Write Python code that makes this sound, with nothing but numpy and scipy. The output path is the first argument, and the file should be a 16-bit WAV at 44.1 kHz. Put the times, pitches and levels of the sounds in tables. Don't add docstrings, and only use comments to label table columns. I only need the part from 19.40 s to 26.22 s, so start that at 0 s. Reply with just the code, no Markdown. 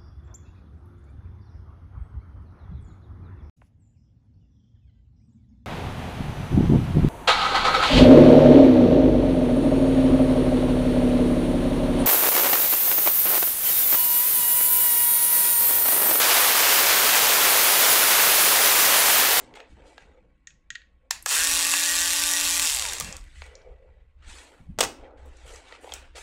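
import sys
import numpy as np
from scipy import signal
from scipy.fft import rfft, irfft
from scipy.io import wavfile
from scipy.ndimage import uniform_filter1d

SR = 44100
rng = np.random.default_rng(int(sys.argv[2]) if len(sys.argv) > 2 else 0)


def rack_gain(trim_db):
    fader = np.asarray(trim_db, float)
    return 10 ** (fader / 20)


def wrap_up_sound(samples):
    columns = np.atleast_2d(samples).T
    tamed = np.clip(columns, -1, 1)
    steps = np.round(tamed * 32767).astype(np.int16)
    wavfile.write(sys.argv[1], SR, steps)


N = 300762
T = np.arange(N) / SR
F = np.maximum(np.arange(N // 2 + 1) * SR / N, 1.)

POWER_ON_S, POWER_OFF_S = 1.858, 3.27
FREE_HZ = 292.3
PLANET_RATIO = .5925


def unit(x):
    return x / np.sqrt(np.mean(x ** 2))


def curve(rows):
    time_s, level_db = np.transpose(rows)
    return np.interp(T, time_s, level_db)


def colour(x, points, lo_hz=0.88, hi_hz=3e4):
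    hz, db = np.transpose(points)
    edges = 1 / np.sqrt((1 + (lo_hz / F) ** 8) * (1 + (F / hi_hz) ** 8))
    gain = rack_gain(np.interp(np.log(F), np.log(hz), db))
    return unit(irfft(rfft(x) * gain * edges, N))


def band(x, lo_hz, hi_hz):
    return signal.sosfilt(signal.butter(4, [lo_hz, hi_hz], "bandpass", fs=SR, output="sos"), x)


def ring(x, hz, t60_s):
    r = np.exp(-np.log(1000) / (t60_s * SR))
    return signal.lfilter([1 - r * r, 0, r * r - 1], [2, -4 * r * np.cos(2 * np.pi * hz / SR), 2 * r * r], x)


def walk(rate_hz):
    k = int(SR / rate_hz)
    steps = np.repeat(rng.standard_normal(N // k + 1), k)
    return unit(uniform_filter1d(uniform_filter1d(steps, k), k)[:N])


def patchy(x, depth_db):
    z = signal.stft(x, nperseg=512, noverlap=384)[2]
    gain = uniform_filter1d(rng.standard_normal(z.shape), size=2, axis=0)
    gain = uniform_filter1d(gain, size=12, axis=1)
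    streaked = signal.istft(z * rack_gain(depth_db * gain / gain.std()), nperseg=512, noverlap=384)[1][:N]
    return unit(streaked) * x.std()


def swells(start_s, hold_s, db, rise_s, fade_s, floor_db):
    t = T[::64, None]
    before = (start_s - t) / np.clip(rise_s, .004, .6)
    after = (t - start_s - hold_s) / np.clip(fade_s, .03, .6)
    away = np.maximum(before, after).clip(0)
    gain = np.sqrt(rack_gain(floor_db) ** 2 + np.sum(rack_gain(db - 20 * away) ** 2, axis=1))
    return np.interp(T, t[:, 0], gain)


def building():
    # (time [s], hold [s], deep level [dB], thump level [dB])
    bumps = [(0.023, 0.105, -55.5, -64.5), (0.305, 0.12, -52, -57), (0.625, 0.092, -54.5, -67),
             (0.801, 0.18, -65, -68), (1.118, 0.03, -63, -67), (1.33, 0.004, -55, -63.5),
             (1.518, 0.0132, -55, -79), (1.74, 0.095, -54, -64.5), (1.983, 0.024, -46, -63),
             (2.09, 0.058, -43.5, -58), (2.262, 0.099, -58, -62), (2.505, 0.24, -49, -61.5),
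             (2.745, 0.18, -52, -63), (3.024, 0.2, -45, -57.5), (3.305, 0.34, -46.5, -62.5),
             (3.61, 0.081, -47, -42.5), (3.764, 0.093, -41, -69), (3.927, 0.078, -41.5, -78),
             (4.07, 0.16, -53, -73), (4.29, 0.0058, -40.5, -63), (4.406, 0.24, -49.5, -77),
             (4.75, 0.118, -49, -90), (4.874, 0.01, -42, -56), (5.206, 0.0066, -54, -49.5),
             (5.293, 0.0018, -39, -40), (5.381, 0.076, -44.5, -43), (5.596, 0.0058, -43, -64),
             (5.762, 0.188, -46.5, -74), (6.047, 0.07, -42, -72), (6.513, 0.29, -50.5, -76)]
    # (frequency [Hz], level [dB per Hz])
    deep_colour = [(8.8, -41.5), (15, 2.5), (59, 3), (74, 0.5), (91, -13.5), (130, -15), (170, -24.5),
                   (290, -120)]
    # (time [s], level [dB])
    drone_level = [(0, -55), (.3, -64), (.6, -66.5), (1.0, -76.5), (1.7, -79.5), (1.9, -61.5), (3.5, -65),
                   (3.7, -58.5), (3.95, -73.5), (4.7, -95), (4.9, -64.5), (5.3, -69.5), (5.45, -56.5),
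                   (5.7, -61.5), (6.1, -68), (6.5, -63), (6.82, -75)]
    # (frequency [Hz], level [dB])
    fan_tones = [(1050, -86.5), (1105, -82)]
    rise_s, fade_s = 0.035, 0.1673

    air = rng.standard_normal(N)
    s, hold_s, deep_db, thump_db = np.transpose(bumps)
    rumble = unit(1.2 * colour(air, deep_colour, hi_hz=118) + 0.42 * unit(ring(air, 66, 1.0)))
    deep = swells(s, hold_s, deep_db, rise_s, fade_s, -62.5) * rumble
    thump = swells(s, hold_s, thump_db, rise_s / 2, fade_s * 0.37, -77) * rack_gain(2.0 * walk(24))
    thump *= unit(band(rng.standard_normal(N), 85, 220))
    drone = rack_gain(curve(drone_level) + 0.93 * walk(23)) * unit(band(rng.standard_normal(N), 240.6, 340))
    fan = sum(rack_gain(db + walk(5)) * np.sin(2 * np.pi * hz * T + .8 * walk(25)) for hz, db in fan_tones)
    return deep + thump + drone + fan


def rustle():
    # (fullest [s], hold [s], level [dB], rise [s per 20 dB], fade [s per 20 dB])
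    slides = [(0, 0.02, -42.5, 0.1, 0.1), (0.156, 0.044, -46, 0.3, 0.1), (0.369, 0.16, -53.5, 0, -1.8),
              (0.57, 0.22, -58.5, 2.5, -0.4), (0.829, 0.086, -66.5, -4, 0), (3.684, 0.04, -50, 1.5, 0.13),
              (4.035, 0.24, -57.5, -0.3, -0.1), (4.299, 0.077, -58.5, .05, -0.3),
              (4.439, 0.055, -64, 0.9, .1), (4.567, 0.035, -74, -2, 0.3), (4.895, 0.24, -52.5, 0.1, 0.2),
              (5.248, 0.067, -69, 1.3, .2), (5.585, 0.071, -44.5, 0, 0.6), (5.85, 0.055, -50.5, -0.7, 0),
              (6.049, 0.098, -48.5, 0, 0.5), (6.316, 0.073, -51.5, 0.2, -0.5),
              (6.418, 0.094, -46, 0.056, 0.2), (6.607, 0.06, -53.5, .1, 0), (6.75, 0.053, -46.5, -0.16, 2)]
    # (fullest [s], hold [s], level [dB], fade [s per 20 dB], brightness [dB per range])
    swishes = [(-0.003, 0.012, -53, 0.2, 10), (0.303, 0.021, -64.5, 0.2, 7),
               (0.471, 0.033, -63.5, 0.4, 12.5), (3.781, 0.003, -54.5, 0, 8), (3.83, 0.086, -60.5, 0.7, 4),
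               (3.963, 0.062, -58, 0.34, 8.5), (4.422, 0.29, -79, -4.5, -15), (4.888, 0.11, -48, 0.26, 8.5),
               (5.544, 0.11, -58.5, 0.1, -13), (5.86, 0.03, -61, 0.8, 3), (5.967, 0.096, -58, 5, 5.5),
               (6.085, 0.076, -51.5, 0.34, 9), (6.29, 0.065, -48, 0.1, 1), (6.44, 0.099, -53.5, 0.4, 0),
               (6.54, 0.019, -46, 0.18, 7.5)]
    # (fullest [s], hold [s], level [dB], fade [s per 20 dB], brightness [dB per range])
    tugs = [
        (.154, 0.01, -47, 0.13, 1),
        (.36, 0.07, -66, 0.18, -2),
        (.575, 0.053, -60.5, 0.18, 2),
        (4.019, 0.027, -58, 0.15, 7),
        (4.825, 0.034, -56, 0.082, -4),
        (5.775, 0.048, -62.5, 0.14, 0.5),
        (6.756, .07, -43, .1, 5.5),
    ]
    # (fullest [s], hold [s], level [dB], fade [s per 20 dB])
    sheen = [
        (3.72, .04, -69, 0.3),
        (4.0, .05, -74, .15),
        (4.95, .08, -68.5, .3),
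        (5.856, 0.027, -79, -1),
        (6.06, 0.094, -64, 0),
        (6.413, 0.12, -66, -2),
        (6.547, 0.032, -73, -0.2),
        (6.776, .06, -59, .1),
    ]
    # (time [s], bench mode gain [dB])
    drag = [
        (0, 2),
        (.3, 10),
        (.9, 18),
        (3.9, 11.5),
        (4.06, 17),
        (4.6, 21),
        (4.8, 0.5),
        (5.3, 6.5),
        (5.6, 5.5),
        (6.82, 3.5),
    ]
    # (frequency [Hz], width [Hz], level [dB])
    bench = [(510, 45, 3.5), (1640, 680, -20.5), (1980, 68, -7.5), (2250, 56, -6.5), (2560, 54, -15)]
    # (frequency [Hz], level [dB per Hz])
    cloth = [(120, -43.5), (200, 3.5), (448, 4.5), (491, -2), (612, 1.5), (883, 2), (1040, -7.5),
             (1350, -7.5), (1650, -9.5), (3000, -11), (4270, -17.5), (5130, -22.5), (7970, -18.5),
             (16000, -50)]
    still_db = (-80.5, -82, -110, -103)
    edges_hz = ((360, 1300), (1300, 4700), (4700, 9700), (9700, 3e4))
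    swish_rise_s, tug_rise_s = 0.083, 0.0086

    gains = [swells(*np.transpose(slides), still_db[0])]
    s, hold_s, db, fade_s, bright_db = np.transpose(list(swishes) + list(tugs))
    rise_s = np.repeat([swish_rise_s, tug_rise_s], [len(swishes), len(tugs)])
    for k, range_db in enumerate((-0.5, -14, -45)):
        quicker = 0.48 ** k
        level_db = db + range_db + k * bright_db
        gains.append(swells(s, hold_s, level_db, rise_s * quicker, fade_s * quicker, still_db[k + 1]))
    s, hold_s, db, fade_s = np.transpose(sheen)
    gains[-1] = gains[-1] + swells(s, hold_s, db, tug_rise_s * 2, fade_s, -120)

    rub = rack_gain(1.3 * walk(400) + .4 * walk(60)) * rng.standard_normal(N)
    modes = sum(rack_gain(db + 2.5 * walk(20)) * ring(rub, hz, 2.2 / width_hz) for hz, width_hz, db in bench)
    rub = patchy(rub + rack_gain(curve(drag)) * modes, 3.2)
    return sum(gain * rack_gain(0.8 * walk(40)) * colour(rub, cloth, lo_hz, hi_hz)
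               for gain, (lo_hz, hi_hz) in zip(gains, edges_hz))


def taps(events, t60_s, sheet_share, ring_share, thud_hz, body_hz, tick_hz, air_share, rise_s, mid_hz, steel_share):
    # (frequency [Hz], level [dB], t60 [s])
    bracket = [(1840, -10.5, 0.085), (2374, -47, 0.52), (2590, 1, 0.025), (2980, -17.5, 0.2),
               (3400, -11, 0.13), (5206, 5.5, 0.034), (6600, 13, 0.031), (7122, -6, 0.14)]

    def peak(v):
        match = np.sqrt(np.sum(v[0] ** 2) / np.sum(v[1] ** 2))
        return v / np.abs(v[0]).max() * np.array([[1], [match]])

    out, t = np.zeros((2, N + SR)), T[:SR // 6]
    for s, db, hz, thud_db, tick_db in events:
        shape = rack_gain(-60 * t / np.clip(t60_s, .004, .2)) * np.clip(t / rise_s, 0, 1) ** 2
        burst = np.array([rng.standard_normal(len(t)) * shape, 0 * t])
        burst[:, int(rise_s * SR)] -= 7
        mid = peak(band(burst, body_hz, mid_hz))
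        mid = mid + ring_share * np.array([[1], [.6]]) * peak(ring(burst, hz, 0.03))
        sheet = peak(sum(rack_gain(g) * ring(burst, f, min(d, .025)) for f, g, d in bracket))
        thud = peak(band(burst, thud_hz, body_hz))
        tick = band(burst, 5000, tick_hz) + air_share * band(burst, tick_hz, 20000)
        tick = peak(tick + steel_share * 4 * ring(burst, 6560, .0075))
        hit = mid + sheet_share * sheet + rack_gain(thud_db) * thud + rack_gain(tick_db + 4.0) * tick
        out[:, int((s - rise_s / 2) * SR):][:, :len(t)] += rack_gain(db - 2.0) * hit
    return out[:, :N]


def handling():
    # (time [s], peak level [dB], ring [Hz], thud level [dB], tick level [dB])
    events = [(0.1392, -35.5, 2140, -13.5, -30), (0.156, -35.5, 2140, -11, -11),
              (0.171, -38, 2240, 2, -26.5), (0.2026, -29, 1890, -9, -30.5), (0.4213, -50, 2610, -9, -30),
              (0.5796, -29, 1640, -8, -30), (4.0193, -25, 2150, -9.5, -37), (4.0632, -41, 2170, -22, -7),
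              (5.7084, -53.5, 1100, 6, -40), (5.7784, -53, 1640, -1.5, -23), (6.324, -29.5, 1920, -7, -34),
              (6.4433, -41, 1860, 10.5, -26), (6.4747, -38, 3160, 8, -22), (6.5206, -22.5, 3190, -8.5, -17),
              (6.5375, -28, 3130, -11, 7), (6.757, -46, 1370, -3, -6)]
    return taps(events, t60_s=0.021, sheet_share=0.096, ring_share=.39, thud_hz=420, body_hz=890, tick_hz=8700,
                air_share=.25, rise_s=.001, mid_hz=4500, steel_share=0)


def bit():
    # (time [s], peak level [dB], ring [Hz], thud level [dB], tick level [dB])
    events = [
        (1.071, -32.5, 1890, -49.5, 1.5),
        (1.1044, -45, 2540, -50, -15),
        (1.3031, -21.5, 1890, -48, -6),
        (1.3504, -33, 1840, -34, -12),
        (1.3538, -22, 1890, -44, -19),
        (1.4172, -41.5, 1800, -23, -39),
    ]
    hits = taps(events, t60_s=0.027, sheet_share=0.078, ring_share=0.6, thud_hz=800, body_hz=1380, tick_hz=8000,
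                air_share=0.025, rise_s=0.0022, mid_hz=4280, steel_share=0.72)
    return band(hits, 1100, 8700)


def clutch():
    # (time [s], peak level [dB], ring [Hz], thud level [dB], tick level [dB])
    events = [
        (1.7055, -33, 3500, -10.5, 0.5),
        (1.8598, -12, 1680, -13, 2.5),
        (1.8625, -13.5, 1300, -22.5, -6),
        (1.9115, -17, 2550, -13, -3.5),
        (2.3369, -4, 2570, -26.5, -19),
        (3.4411, -25.5, 4300, -24.5, 0.5),
        (3.5323, -25.5, 2800, -15, 10),
        (3.5988, -28, 1193, -2, 15),
        (3.6074, -16.5, 1220, -20, 0),
    ]
    return taps(events, t60_s=0.022, sheet_share=0.096, ring_share=.3, thud_hz=480, body_hz=890, tick_hz=8700,
                air_share=.3, rise_s=.0025, mid_hz=4500, steel_share=0)


def trigger():
    # (frequency [Hz], width [Hz], level [dB])
    shell_modes = [(1010, 170, -9), (1810, 180, 1), (2630, 160, -5), (3607, 85, -2.5), (3950, 130, -3),
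                   (4800, 160, -2.5), (5140, 120, -2), (7100, 670, -5.5), (7860, 110, -8.5),
                   (10000, 580, -22.5), (11500, 260, -19.5)]
    snap_s, rise_s, t60_s = 1.7075, .0015, 0.016

    def shell(x, blunt):
        modes = sum((-1) ** k * rack_gain(db) * ring(x, hz, 3.0 / width_hz / blunt)
                    for k, (hz, width_hz, db) in enumerate(shell_modes))
        return modes + rack_gain(-11) * band(x, 600, 8300) + rack_gain(-22) * band(x, 11800, 15900)

    t = (T - snap_s).clip(0)
    rattle = .22 * rng.standard_normal(N) * np.clip(t / rise_s, 0, 1) ** 2 * rack_gain(-60 * t / t60_s)
    burst = rattle * np.array([[1], [0]])
    burst[:, int((snap_s + rise_s) * SR)] += 1
    snap, far = shell(burst[0], 1.2), shell(burst[1], 2.5)
    return rack_gain(-3) / np.abs(snap).max() * np.array([snap, far * snap.std() / far.std()])


def ticks():
    # (time [s], peak level [dB], centre [Hz], t60 [s])
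    events = [(1.8247, -31.5, 10000, 0.016), (1.856, -37, 9500, 0.012), (1.8845, -23, 9000, .007),
              (1.8908, -12, 7500, 0.0083), (3.3387, -23, 6040, .008), (3.3617, -16, 8900, 0.0095),
              (3.3866, -20.5, 4600, 0.0091), (3.475, -35, 9400, .008), (3.488, -17, 7800, 0.0072),
              (3.568, -26, 4000, 0.0072), (3.8106, -42, 5200, .012), (5.859, -57, 12400, 0.027),
              (5.9692, -49.5, 7000, 0.016), (6.492, -37, 3500, .012), (3.7261, -19.5, 6450, 0.0085),
              (3.7666, -24.5, 7500, 0.0096), (3.6456, -26, 5960, .008), (3.8399, -48, 3300, 0.01),
              (3.8405, -50, 8950, .01), (3.7666, -40, 11500, .008), (3.7668, -32, 4500, 0.0088),
              (3.9121, -49, 2740, .012), (4.04, -45, 6500, .015), (4.153, -35.5, 5600, 0.016),
              (4.217, -52, 4520, 0.014), (6.1595, -35.5, 6710, 0.0156)]
    out, t = np.zeros(N + SR), T[:SR // 20]
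    for s, db, hz, t60_s in events:
        burst = rng.standard_normal(len(t)) * rack_gain(-60 * t / np.clip(t60_s, .004, .05))
        burst = band(burst, hz / 1.4, min(hz * 1.279, 16000))
        out[int(s * SR):][:len(t)] += rack_gain(db) * burst / np.abs(burst).max()
    return out[:N]


def speed():
    slows_s, drag_s, friction_hz = 3.242, .91, 334.6
    on_s, off_s = (T - POWER_ON_S).clip(0), (T - slows_s).clip(0)
    driven = FREE_HZ - 210 * np.exp(-on_s / .042) - 23 * np.exp(-on_s / .27)
    return ((driven + friction_hz) * np.exp(-off_s / drag_s) - friction_hz).clip(1)


def gearbox():
    # (frequency [Hz], level [dB per Hz])
    gear_colour = [(210, -47), (350, -17), (522, -12), (575, -16), (643, -9), (871, -7.5), (1090, -2),
                   (1160, -4), (1300, -7.5), (1850, -3.5), (2240, -6), (2540, -4), (3850, -3), (7670, -2),
                   (16000, -16.5)]
    # (frequency [Hz], width [Hz], level [dB])
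    housing = [(1890, 57, -1), (2550, 210, -0.5), (2715, 90, 0), (3250, 50, -3.5), (3643, 62, 6.5),
               (4220, 90, 0), (5730, 230, 0.5), (6810, 120, 2), (7560, 150, -1.5), (7900, 200, -1),
               (8800, 200, -2.5), (9150, 250, -6), (10500, 300, -7), (11600, 170, -10)]
    # (time [s], extra level [dB])
    snatches = [(1.9616, 3), (2.071, 6), (2.077, 3.5), (2.2676, 3), (2.3676, 4), (2.4376, 4), (2.6466, 3),
                (2.6582, 4), (2.7045, 2.5), (2.7219, 4), (2.7335, 4), (2.8377, 5), (2.913, 4), (2.9305, 4),
                (2.9363, 5), (3.0114, 4), (3.1097, 3.5), (3.1965, 4), (3.2728, 3.5), (3.2853, 3)]
    last_knock_s, knock_phase = 3.655, .13
    engage_s, slack_db = 1.91, -8
    release_s, release_db = 3.31, 1.5
    stall_s, stall_db_per_s = 3.76, 150.5

    shaft_hz = speed()
    knocking = (T > POWER_ON_S) * (T < last_knock_s)
    turns = np.cumsum(shaft_hz * knocking) * PLANET_RATIO / SR + knock_phase
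    at = np.nonzero(np.diff(np.floor(turns)))[0]
    chance = rng.standard_normal((len(at), 2))
    third = (np.arange(len(at)) - np.searchsorted(at, 3 * SR)) % 3 == 0
    hard_db = 3.5 * third * (at > 3.33 * SR) * (at < 3.48 * SR)
    s, extra_db = np.transpose(snatches)
    hard_db[np.abs(at[:, None] - s * SR).argmin(axis=0)] = extra_db
    sway_db = 1.5 * np.sin(2 * np.pi * turns[at] * .06)
    knocks = np.zeros(N)
    knocks[at + (4 * chance[:, 0]).astype(int)] = rack_gain(hard_db + 1.8 * chance[:, 1] + sway_db)
    knocks *= np.clip((T - 1.87) / .15, .2, 1)

    clatter = signal.lfilter([1], [1, -np.exp(-1 / (0.0019 * SR))], knocks)
    noise = rng.standard_normal((2, N))
    drive = 5.5 * (shaft_hz / 290) ** 1.05 * signal.lfilter([1, -.6], [1], knocks)
    drive = drive + 1.7 * clatter * noise[0] + 0.55 * rack_gain(1.0 * walk(300)) * noise[1]
    drive /= np.sqrt(uniform_filter1d(drive ** 2, size=SR // 24))
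    modes = sum(rack_gain(db) * ring(drive, hz, 2.8 / width_hz) for hz, width_hz, db in housing)
    shell = patchy(drive + rack_gain(-6.5) * modes, 1.8)
    low = colour(shell, gear_colour, 300, 2400)
    mid = colour(shell, gear_colour, 2400, 10500)
    top = colour(shell, gear_colour, 10500, 3e4)

    halvings = np.log2(FREE_HZ / shaft_hz)
    strain = np.exp(-(T - POWER_ON_S).clip(0) / 0.19)
    whole_db = -21.5 - 2.5 - 8.5 * halvings + 4 * strain
    whole_db += slack_db * .35 * np.clip((engage_s - T) / .02, 0, 1)
    whole_db += release_db * np.exp(-((T - release_s) / 0.083) ** 2)
    whole_db -= stall_db_per_s * (T - stall_s).clip(0)
    body_db = -14 + 5.5 * halvings + 8 * strain + slack_db * np.clip((engage_s - T) / .006, 0, 1)
    top_db = -9.5 - 6 * halvings + 5.5 * strain
    onset = np.clip((T - POWER_ON_S) / 0.016, 0, 1)
    return onset * rack_gain(whole_db) * (rack_gain(body_db) * low + mid + rack_gain(top_db) * top)


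def armature():
    # (multiple of shaft rate [1], level [dB])
    driven_orders = [(1, -47), (2, -50.5), (3, -47.5), (4, -44.5), (5, -47), (6, -55)]
    # (multiple of shaft rate [1], level [dB])
    coast_orders = [(2, -65), (3, -54), (4, -52.5), (5, -68), (6, -52.5), (8, -58.5)]
    # (multiple of knock rate [1], level [dB], phase wobble [rad])
    mesh_tones = [(9, -47, .3), (10, -43, 1.1), (11, -40, 1.0)]
    # (time [s], level [dB])
    mesh_load = [(1.9, -1), (2.05, 6.5), (2.12, -1), (2.27, -5.5), (2.34, 1.5), (2.45, 3), (2.54, 1),
                 (2.63, 4.5), (2.7, -5), (2.84, -3.5), (2.91, 1.5), (3.0, -3.5), (3.25, -5.5)]

    def shell_db(hz):
        return 14 / (1 + ((hz - 960) / 85) ** 2)

    hz = speed()
    turn = 2 * np.pi * np.cumsum(hz) / SR
    power = np.clip((T - 1.9) / .05, 0, 1) * np.clip((POWER_OFF_S + .003 - T) / .015, 0, 1)
    coast = np.clip((T - POWER_OFF_S) / .13, .25, 1) * (T > POWER_OFF_S) * np.clip((3.66 - T) / .2, 0, 1)
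    hum = sum(rack_gain(db + 1.2 * walk(18)) * np.sin(k * turn + k * .06 * walk(30)) for k, db in driven_orders)
    hum *= np.clip((T - 1.9) / 0.22, .3, 1)
    cogging = sum(rack_gain(db + shell_db(k * hz) + 1 + 1.5 * walk(25)) * np.sin(k * turn + .8 * walk(50))
                  for k, db in coast_orders)
    spin_up_db = 9 * np.exp(-((T - 1.955) / .04) ** 2)
    mesh = sum(rack_gain(db + 4.1 * walk(30) + (k == 9) * spin_up_db)
               * np.sin(k * PLANET_RATIO * turn + wobble_rad * walk(90)) for k, db, wobble_rad in mesh_tones)
    mesh *= rack_gain(curve(mesh_load))
    return np.sqrt(2) * (power * (hum + mesh) + coast * cogging)


def dropped_part():
    # (time [s], peak level [dB], ring [Hz], thud level [dB], tick level [dB])
    events = [
        (5.379, -47.5, 1500, 2, -29),
        (5.3874, -14.5, 1408, -1, -2.5),
        (5.4061, -6.5, 2900, -4, -2.5),
        (5.4085, -11, 2620, -9.5, -1.5),
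        (5.4286, -14, 1480, -4.5, -3.5),
        (5.436, -16, 2590, -9, -0.5),
        (5.392, -19.5, 3260, -2, -0.5),
        (5.4487, -21, 1960, -8, -3),
    ]
    return taps(events, t60_s=0.043, sheet_share=0.096, ring_share=.35, thud_hz=230, body_hz=890, tick_hz=8700,
                air_share=.22, rise_s=.0006, mid_hz=4500, steel_share=0)


def room(x, sent):
    # (frequency [Hz], t60 [s])
    decay = [(200, 0.66), (530, 0.41), (1400, 0.31), (4000, 0.29), (10000, 0.23)]
    t = T[:SR // 2]
    hz, t60_s = np.transpose(decay)
    tail = np.zeros(len(t))
    for f in 250 * 2. ** np.arange(7):
        octave = band(rng.standard_normal(len(t)), f / 1.41, min(f * 1.41, 2e4))
        tail += octave * rack_gain(-60 * t / np.interp(f, hz, t60_s))
    tail *= np.clip(t / 0.0069, 0, 1)
    return x + rack_gain(-10.5) * signal.fftconvolve(sent, tail / np.sqrt(np.sum(tail ** 2)))[:N]


def scene():
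    hits = handling() + bit() + clutch() + trigger() + ticks() + gearbox() + dropped_part()
    return (building() + rustle() + room(*hits) + armature())[None]


def band_limit(x):
    return signal.sosfilt(signal.butter(12, 16810, fs=SR, output="sos"), x)


def record(dry):
    rounded = np.tanh(1.023 * dry) / 1.205
    top_cut = signal.ellip(8, .3, 40, 15750, fs=SR, output="sos")
    return band_limit(signal.sosfilt(top_cut, rounded))


dry = scene()
out = record(dry)
wrap_up_sound(out)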